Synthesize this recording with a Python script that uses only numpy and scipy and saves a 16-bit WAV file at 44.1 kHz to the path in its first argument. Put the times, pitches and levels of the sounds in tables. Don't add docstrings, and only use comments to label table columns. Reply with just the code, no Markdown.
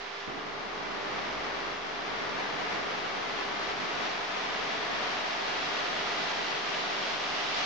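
import sys
import numpy as np
from scipy import signal
from scipy.fft import rfft, irfft, next_fast_len
from scipy.io import wavfile
from scipy.ndimage import uniform_filter1d

SR = 44100
rng = np.random.default_rng(int(sys.argv[2]) if len(sys.argv) > 2 else 0)


def rack_gain(trim_db):
    fader = np.asarray(trim_db, float)
    return 10 ** (fader / 20)


def pcm_store(signal):
    levels = np.round(np.clip(np.atleast_2d(signal), -1, 1) * 32767)
    wavfile.write(sys.argv[1], SR, levels.astype(np.int16).T)


N = 337708
T = np.arange(N) / SR
CYCLE_HZ, TEETH = 50, 8
CYCLE = SR // CYCLE_HZ
RUMBLE_TOP_HZ, CRUNCH_FROM_HZ, SCRAPE_FROM_HZ, GRIT_FROM_HZ = 540, 800, 1400, 2500
GRIP_S, GRIP_RISE_S = 0.271, 0.007
PORTS = np.array([[0.5], [-0.5]])


def unit(x):
    return x / np.sqrt(np.mean(x ** 2) + 1e-20)


def along(points, hz):
    f, v = np.transpose(points)
    return np.interp(np.log(hz + 1), np.log(f + 1), v)


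def curves(rows):
    s, *cols = np.transpose(rows)
    return [np.interp(T, s, c) for c in cols]


def wobble(rate_hz):
    knots = rng.standard_normal(int(N * rate_hz / SR) + 2)
    return np.interp(T * rate_hz, np.arange(len(knots)), knots)


def bumps(rows):
    return sum(db * np.exp(-0.5 * ((T - s) / half_s) ** 2) for s, db, half_s in rows)


def filtered(x, response):
    m = next_fast_len(N + 8192)
    return irfft(rfft(x, m) * response(np.fft.rfftfreq(m, 1 / SR)), m)[..., :N]


def below(hz, edge_hz):
    return 1 / (1 + (hz / edge_hz) ** 12)


def lows(x, edge_hz):
    return filtered(x, lambda hz: below(hz, edge_hz))


def cycled(one):
    return np.tile(one, N // one.shape[1] + 1)[:, :N]


def evened(x, share, seconds):
    size = int(seconds * SR)
    power = uniform_filter1d(uniform_filter1d(np.mean(x, axis=0) ** 2, size), size)
    power = np.abs(power) + 1e-12
    return x * (power / power.mean()) ** (-share / 2)


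# (frequency [Hz], level [dB])
COLOUR = [(25, -27), (50, -19.5), (100, -16), (250, -5.5), (385, -6), (425, -2), (520, -5.5), (690, 0.5),
          (820, -4), (1200, -2.5), (1500, -5.5), (2000, -4), (2400, -7.5), (3300, -8)]
# (frequency [Hz], level [dB])
ROLL_OFF = [(3300, 0), (5600, -8), (6600, -15.8), (7700, -31), (8800, -39.5), (9600, -45.5), (10100, -65)]
# (frequency [Hz], width [Hz], gain [dB])
SHELL = [(430, 40, 1), (860, 76, 2.8), (980, 68, 1.3), (1210, 91, 2), (1480, 90, 2), (1736, 90, 1.5),
         (2300, 140, 2), (2770, 120, 1.5), (3290, 100, 2.8), (3270, 80, -2), (3840, 230, 0.4),
         (4100, 120, 0.5), (4720, 280, 1.5)]
# (frequency [Hz], left-right [dB])
LEAN = [(60, -1), (100, -3.5), (180, -3), (320, -1), (560, -1), (980, 0.5), (1720, 1.0), (3010, 0.5),
        (5270, -0.5), (9230, -2.5)]


def colour_db(hz):
    shell_db = sum(db / (1 + (2 * (hz - c) / width_hz) ** 2) for c, width_hz, db in SHELL)
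    return along(COLOUR, hz) + along(ROLL_OFF, hz) + shell_db + PORTS * along(LEAN, hz)


def gravel():
    *levels_db, pan_db = layers_db()
    push = meshing()
    blur = rng.standard_normal((3, N))
    blur = unit(blur[:2] + 0.25 * blur[2]) * push
    clicks = stones(3200, spread_db=2.8, push=push, shared=0.45)
    drive = 0.66 * clicks + 0.75 * blur + rack_gain(-13.0) * repeat(alike=0.91) + snaps()
    heard = unit(filtered(drive, lambda hz: rack_gain(colour_db(hz))))

    rumble = lows(heard, RUMBLE_TOP_HZ)
    to_crunch = lows(heard, CRUNCH_FROM_HZ)
    ring = to_crunch - rumble
    grit = heard - lows(heard, GRIT_FROM_HZ)
    crunch = heard - to_crunch - grit
    grind = lows(crunch, SCRAPE_FROM_HZ)
    scrape = crunch - grind

    rumble = unit(rumble + 0.07 * rumble[::-1]) * np.std(rumble)
    rumble = evened(rumble, share=0.56, seconds=0.014)
    slips = 0.28 * wobble(30) + 0.15 * wobble(200)
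    parts = [
        rumble + thud(rumble),
        evened(ring, share=0.62, seconds=0.024),
        evened(grind, share=0.3, seconds=0.03) * rack_gain(0.5 * slips),
        evened(scrape, share=0.24, seconds=0.022) * rack_gain(0.99 * slips),
        grit * rack_gain(slips)]
    both = sum(part * unit(rack_gain(db)) for part, db in zip(parts, levels_db))
    return rack_gain(-33.0 + PORTS * (pan_db - pan_db.mean())) * both


def stones(per_second, spread_db, push, shared):
    chance = per_second / SR * push ** 2
    draw = rng.random((3, N)) / chance
    sign = np.where(draw < 0.15, 1.0, -1.0)
    size = rack_gain(spread_db * np.minimum(rng.standard_normal((3, N)), 2))
    clicks = sign * (draw < 1) * size
    clicks -= clicks.mean() * chance / chance.mean()
    return unit(clicks[:2] + shared * clicks[2])


# (time [s], level over crunch [dB])
SNAPS_LEFT = [(0.9644, 18.2), (1.085, 17.9), (1.1669, 18.4), (1.1919, 18.3), (1.2576, 18.2), (1.5044, 18.6),
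              (1.54, 18.1), (2.0264, 17.8), (2.1919, 17.8), (2.7276, 17.7), (2.759, 19.8), (2.9219, 18.1),
              (3.3569, 18.3), (3.4169, 17.9), (3.6269, 17.6), (3.9291, 17.7), (4.1169, 19.3),
              (4.1494, 18.4), (4.1919, 18.6), (4.7669, 18.0), (4.8366, 19.1), (4.8394, 17.6),
              (4.9876, 19.5), (5.1299, 18.8), (5.1701, 18.5), (5.2019, 18.7), (5.3344, 19.3),
              (5.5669, 18.6), (5.6676, 17.7), (5.8144, 18.2), (5.8569, 18.4), (5.9319, 17.7),
              (5.9544, 18.4), (5.9869, 17.9), (6.2069, 18.6), (6.3244, 18.2), (6.5176, 18.9), (6.552, 18.9),
              (6.5769, 17.9), (6.7469, 18.9), (7.4634, 18.1), (7.5244, 18.1), (7.5944, 18.5)]
# (time [s], level over crunch [dB])
SNAPS_RIGHT = [(0.1276, 17.8), (0.8676, 18.8), (1.1294, 17.7), (1.2244, 19.4), (1.252, 18.0),
               (1.5299, 18.1), (1.7169, 18.2), (2.2724, 19.1), (2.9851, 17.8), (3.4869, 18.1),
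               (3.5264, 18.3), (3.8069, 17.6), (3.8451, 18.1), (3.9691, 18.5), (4.1244, 17.6),
               (4.1544, 18.9), (4.372, 18.9), (4.3994, 18.7), (4.5744, 18.0), (4.6144, 18.3),
               (5.1869, 17.6), (5.4944, 19.3), (5.702, 17.6), (5.812, 18.2), (6.0748, 18.3), (6.7469, 19.8),
               (7.0569, 18.1), (7.1676, 18.2), (7.2169, 18.2), (7.2219, 19.2)]
# (time [s], level over crunch [dB])
KICKS_LEFT = [
    (2.0036, 17.9),
    (2.0731, 16.7),
    (2.8137, 16.4),
    (3.0612, 16.5),
    (3.1811, 16.8),
    (3.3962, 16.8),
    (5.8895, 16.5),
    (7.6461, 17.2),
]
# (time [s], level over crunch [dB])
KICKS_RIGHT = [
    (0.0411, 16.5),
    (2.4457, 16.5),
    (3.0787, 16.6),
    (4.4212, 17.1),
    (7.0987, 18.6),
]


def snaps():
    out = np.zeros((2, N))
    for port, sign, rows in [(0, -1, SNAPS_LEFT), (1, -1, SNAPS_RIGHT), (0, 1, KICKS_LEFT), (1, 1, KICKS_RIGHT)]:
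        s, db = np.transpose(rows)
        out[port, np.round(s * SR).astype(int)] = sign * rack_gain(db - 1.2)
    return out


def meshing():
    loads_at, lets_go_at, let_go_width = 0.58, 0.77, 0.025
    load_db, let_go_db, flaws_db, flaws_per_cycle = 1.1, 3, 2.3, 147
    tooth = np.arange(CYCLE) * TEETH / CYCLE % 1
    flaws = rng.standard_normal(flaws_per_cycle)
    flaws = flaws - uniform_filter1d(flaws, size=7, mode="wrap")
    flaws = np.repeat(flaws, CYCLE // flaws_per_cycle)
    db = load_db * np.cos(2 * np.pi * (tooth - loads_at))
    db += let_go_db * np.exp(-0.5 * ((tooth - lets_go_at) / let_go_width) ** 2)
    db += flaws_db * np.clip(flaws, -2, 2)
    return unit(cycled(rack_gain(db)[None])[0])


def thud(rumble):
    loose = grip()
    drop_db = bumps([(0.283, 7, 0.006)])
    bite_db = 2.5 * loose * np.exp(-np.abs(T - GRIP_S) / 0.18)
    return lows(rumble, 330) * (rack_gain(-6 * (1 - loose) + drop_db + bite_db) - 1)


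def grip():
    return np.clip((T - GRIP_S) / GRIP_RISE_S, 0, 1)


# (time [s], effort [dB])
EFFORT = [(0, -4.5), (.7, -4.5), (1.15, -1), (1.72, -2), (1.77, -4), (2.04, -3), (2.12, -1), (2.76, 0),
          (3.2, -1.5), (3.7, -1), (4.08, 0), (4.28, -0.5), (5.05, 0.5), (5.4, 0), (6.1, 0), (6.7, -0.5),
          (7.35, -1), (7.62, -0.5)]
# (time [s], nearness [dB], left-right [dB])
PLACE = [
    (0, -5, -3.5),
    (.5, -4, 0.5),
    (1.2, -2.5, 0),
    (2.4, -2, 1),
    (4.4, 0.6, 1),
    (4.9, 0.5, 1.1),
    (5.5, 2, 0.5),
    (7.3, 3.5, 0.5),
    (7.66, 6, -0.5),
]
FOLLOWS_EFFORT = [1, 0.93, 0.62, 0.95, 0.56]
FOLLOWS_NEARNESS = [-0.39, 0.28, 0.042, 0.23, 1]
BEFORE_GRIP_DB = [-5.5, -4.5, -3.5, -1, 1]
# (time [s], gain [dB])
HEAPS = [(.34, -0.8), (.526, -1), (.957, 0), (1.41, 0.2), (2.74, 1.5), (2.91, 0.4), (3.96, -0.1),
         (4.05, 1.5), (4.16, 0), (4.26, -2), (4.8, -0.2), (5.76, 1), (7.2, -1), (1.18, 1), (1.3, 0.5),
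         (1.69, 0.5), (2.41, 1.5), (3.0, 0), (3.4, 1), (3.62, 1), (3.76, -1), (5.04, 1), (5.38, -0.5),
         (6.11, 0.7), (6.2, 0.5), (6.4, 0.2), (6.47, -0.5), (5.18, 0.5), (5.53, 0.5), (4.65, -0.5),
         (3.7, 1.2), (2.62, 0.3), (1.48, 0.3), (.43, -1), (.23, -0.2), (1.98, 0), (6.62, -1.5), (6.75, 0.5),
         (6.95, 0), (7.1, 0.5), (7.58, 1)]
# (time [s], loss [dB])
SOFT = [
    (1.9, -0.5),
    (4.3, -2.5),
    (5.3, -3),
]


def layers_db():
    (effort_db,), (near_db, pan_db) = curves(EFFORT), curves(PLACE)
    loose = grip()
    db = np.outer(FOLLOWS_EFFORT, effort_db) + np.outer(FOLLOWS_NEARNESS, near_db)
    db += np.outer(BEFORE_GRIP_DB, 1 - loose)
    db[:2] += 2 * loose * np.exp(-np.abs(T - GRIP_S) / 0.1)
    db += bumps([(s, gain_db, 0.023) for s, gain_db in HEAPS])
    db[0] += bumps([(s, loss_db, 0.14) for s, loss_db in SOFT])
    return *db, pan_db


def repeat(alike):
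    cycle = rng.standard_normal((3, CYCLE))
    lines = rfft(alike * cycle[0] + np.sqrt(1 - alike ** 2) * cycle[1:])
    lines /= np.abs(lines) ** 0.31
    strong = [round(hz / CYCLE_HZ) for hz, _ in WHINE + MORE_WHINE]
    lines[:, [0, 1] + strong] = 0
    return unit(cycled(irfft(lines)))


# (frequency [Hz], level [dB rms])
WHINE = [(100, -69), (150, -64), (200, -62), (250, -63), (300, -59), (350, -60), (400, -51.5), (450, -59.5),
         (500, -62), (550, -64), (700, -56), (750, -54), (800, -58), (850, -60), (950, -58), (1050, -62),
         (1100, -60), (1150, -59), (1200, -62), (1400, -60), (1600, -60), (1950, -59), (2000, -58),
         (2500, -64), (2750, -63), (2800, -63), (6800, -77), (7200, -80), (8800, -95), (9200, -99)]
# (frequency [Hz], level [dB rms])
MORE_WHINE = [(600, -62), (900, -63), (1300, -61), (1650, -63), (1700, -63), (2400, -64), (3050, -66),
              (3200, -64), (3400, -64), (3600, -68), (4150, -69), (4350, -69), (4600, -69), (4800, -69),
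              (4950, -72), (5050, -71), (5300, -70), (5400, -70), (5500, -70), (5600, -71), (5650, -73),
              (6000, -74), (6200, -78), (6400, -77), (6900, -83), (7050, -85), (7600, -91), (7950, -95),
              (8050, -97), (8400, -98)]
# (time [s], fundamental gain [dB], half length [s])
STRAIN = [(.17, -12, .1), (.6, -4, .1), (.87, 4, 0.055), (1.1, -4, .08), (1.43, 7, .12), (2.32, -4, .07),
          (2.9, -4, .15), (4.6, -4, .15), (4.98, 0, .08), (5.33, -5, .08), (6.7, -5, .15)]


def drive_tones():
    rumble_db, *_, grit_db, _ = layers_db()
    load_db = np.minimum(rumble_db - rumble_db.mean() - 1.5, 0)
    nearness_db = uniform_filter1d(grit_db - grit_db.mean(), SR // 2)
    angle = 2 * np.pi * CYCLE_HZ * T[:CYCLE]
    hum_db = -63.5 - 0.7 * T + bumps(STRAIN) + 2.5 * (wobble(6) + 0.6 * wobble(25))
    shapes = [rack_gain([[-1.6], [0.8]]) * np.sqrt(2) * np.sin(angle)]
    gains = [rack_gain(hum_db[::CYCLE])]
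    for hz, db in WHINE + MORE_WHINE:
        lean_db = along(LEAN, hz) - 4 * below(hz, 230)
        turn = rng.uniform(0, 2 * np.pi) + rng.normal(0, 0.37, (2, 1))
        if hz < RUMBLE_TOP_HZ:
            swell_db = 0.95 * load_db * below(hz, 380)
        elif hz < CRUNCH_FROM_HZ:
            swell_db = 0.7 * nearness_db
        else:
            swell_db = min(hz / 2500, 1) * nearness_db
        wave = np.sin(round(hz / CYCLE_HZ) * angle + turn)
        shapes.append(rack_gain(db + lean_db * PORTS) * np.sqrt(2) * wave)
        gains.append(rack_gain((swell_db + 0.85 * wobble(2.01))[::CYCLE]))
    gains = np.pad(gains, ((0, 0), (0, 1)), "edge")
    cycles = np.einsum("kc,kps->pcs", gains, shapes)
    fade = np.arange(CYCLE) / CYCLE
    return (cycles[:, :-1] * (1 - fade) + cycles[:, 1:] * fade).reshape(2, -1)[:, :N]


# (frequency [Hz], width [Hz], level [dB])
GHOSTS = [(11500, 1200, -114), (12850, 850, -104), (14250, 1000, -103), (15350, 650, -105)]


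def ghosts():
    noise = rng.standard_normal((3, N))

    def bands(hz):
        return sum(rack_gain(db) * np.sqrt(SR / (2 * width_hz)) * np.exp(-(2 * (hz - c) / width_hz) ** 2)
                   for c, width_hz, db in GHOSTS)

    return filtered(0.85 * noise[:2] + 0.55 * noise[2], bands)


def scene():
    return gravel() + drive_tones()


def band_limit(x):
    return signal.sosfilt(signal.butter(12, 15700, fs=SR, output="sos"), x)


def record(dry):
    mix = filtered(dry, lambda hz: hz < 10150) + ghosts() + 0.0011
    return band_limit(mix)


dry = scene()
out = record(dry)
pcm_store(out)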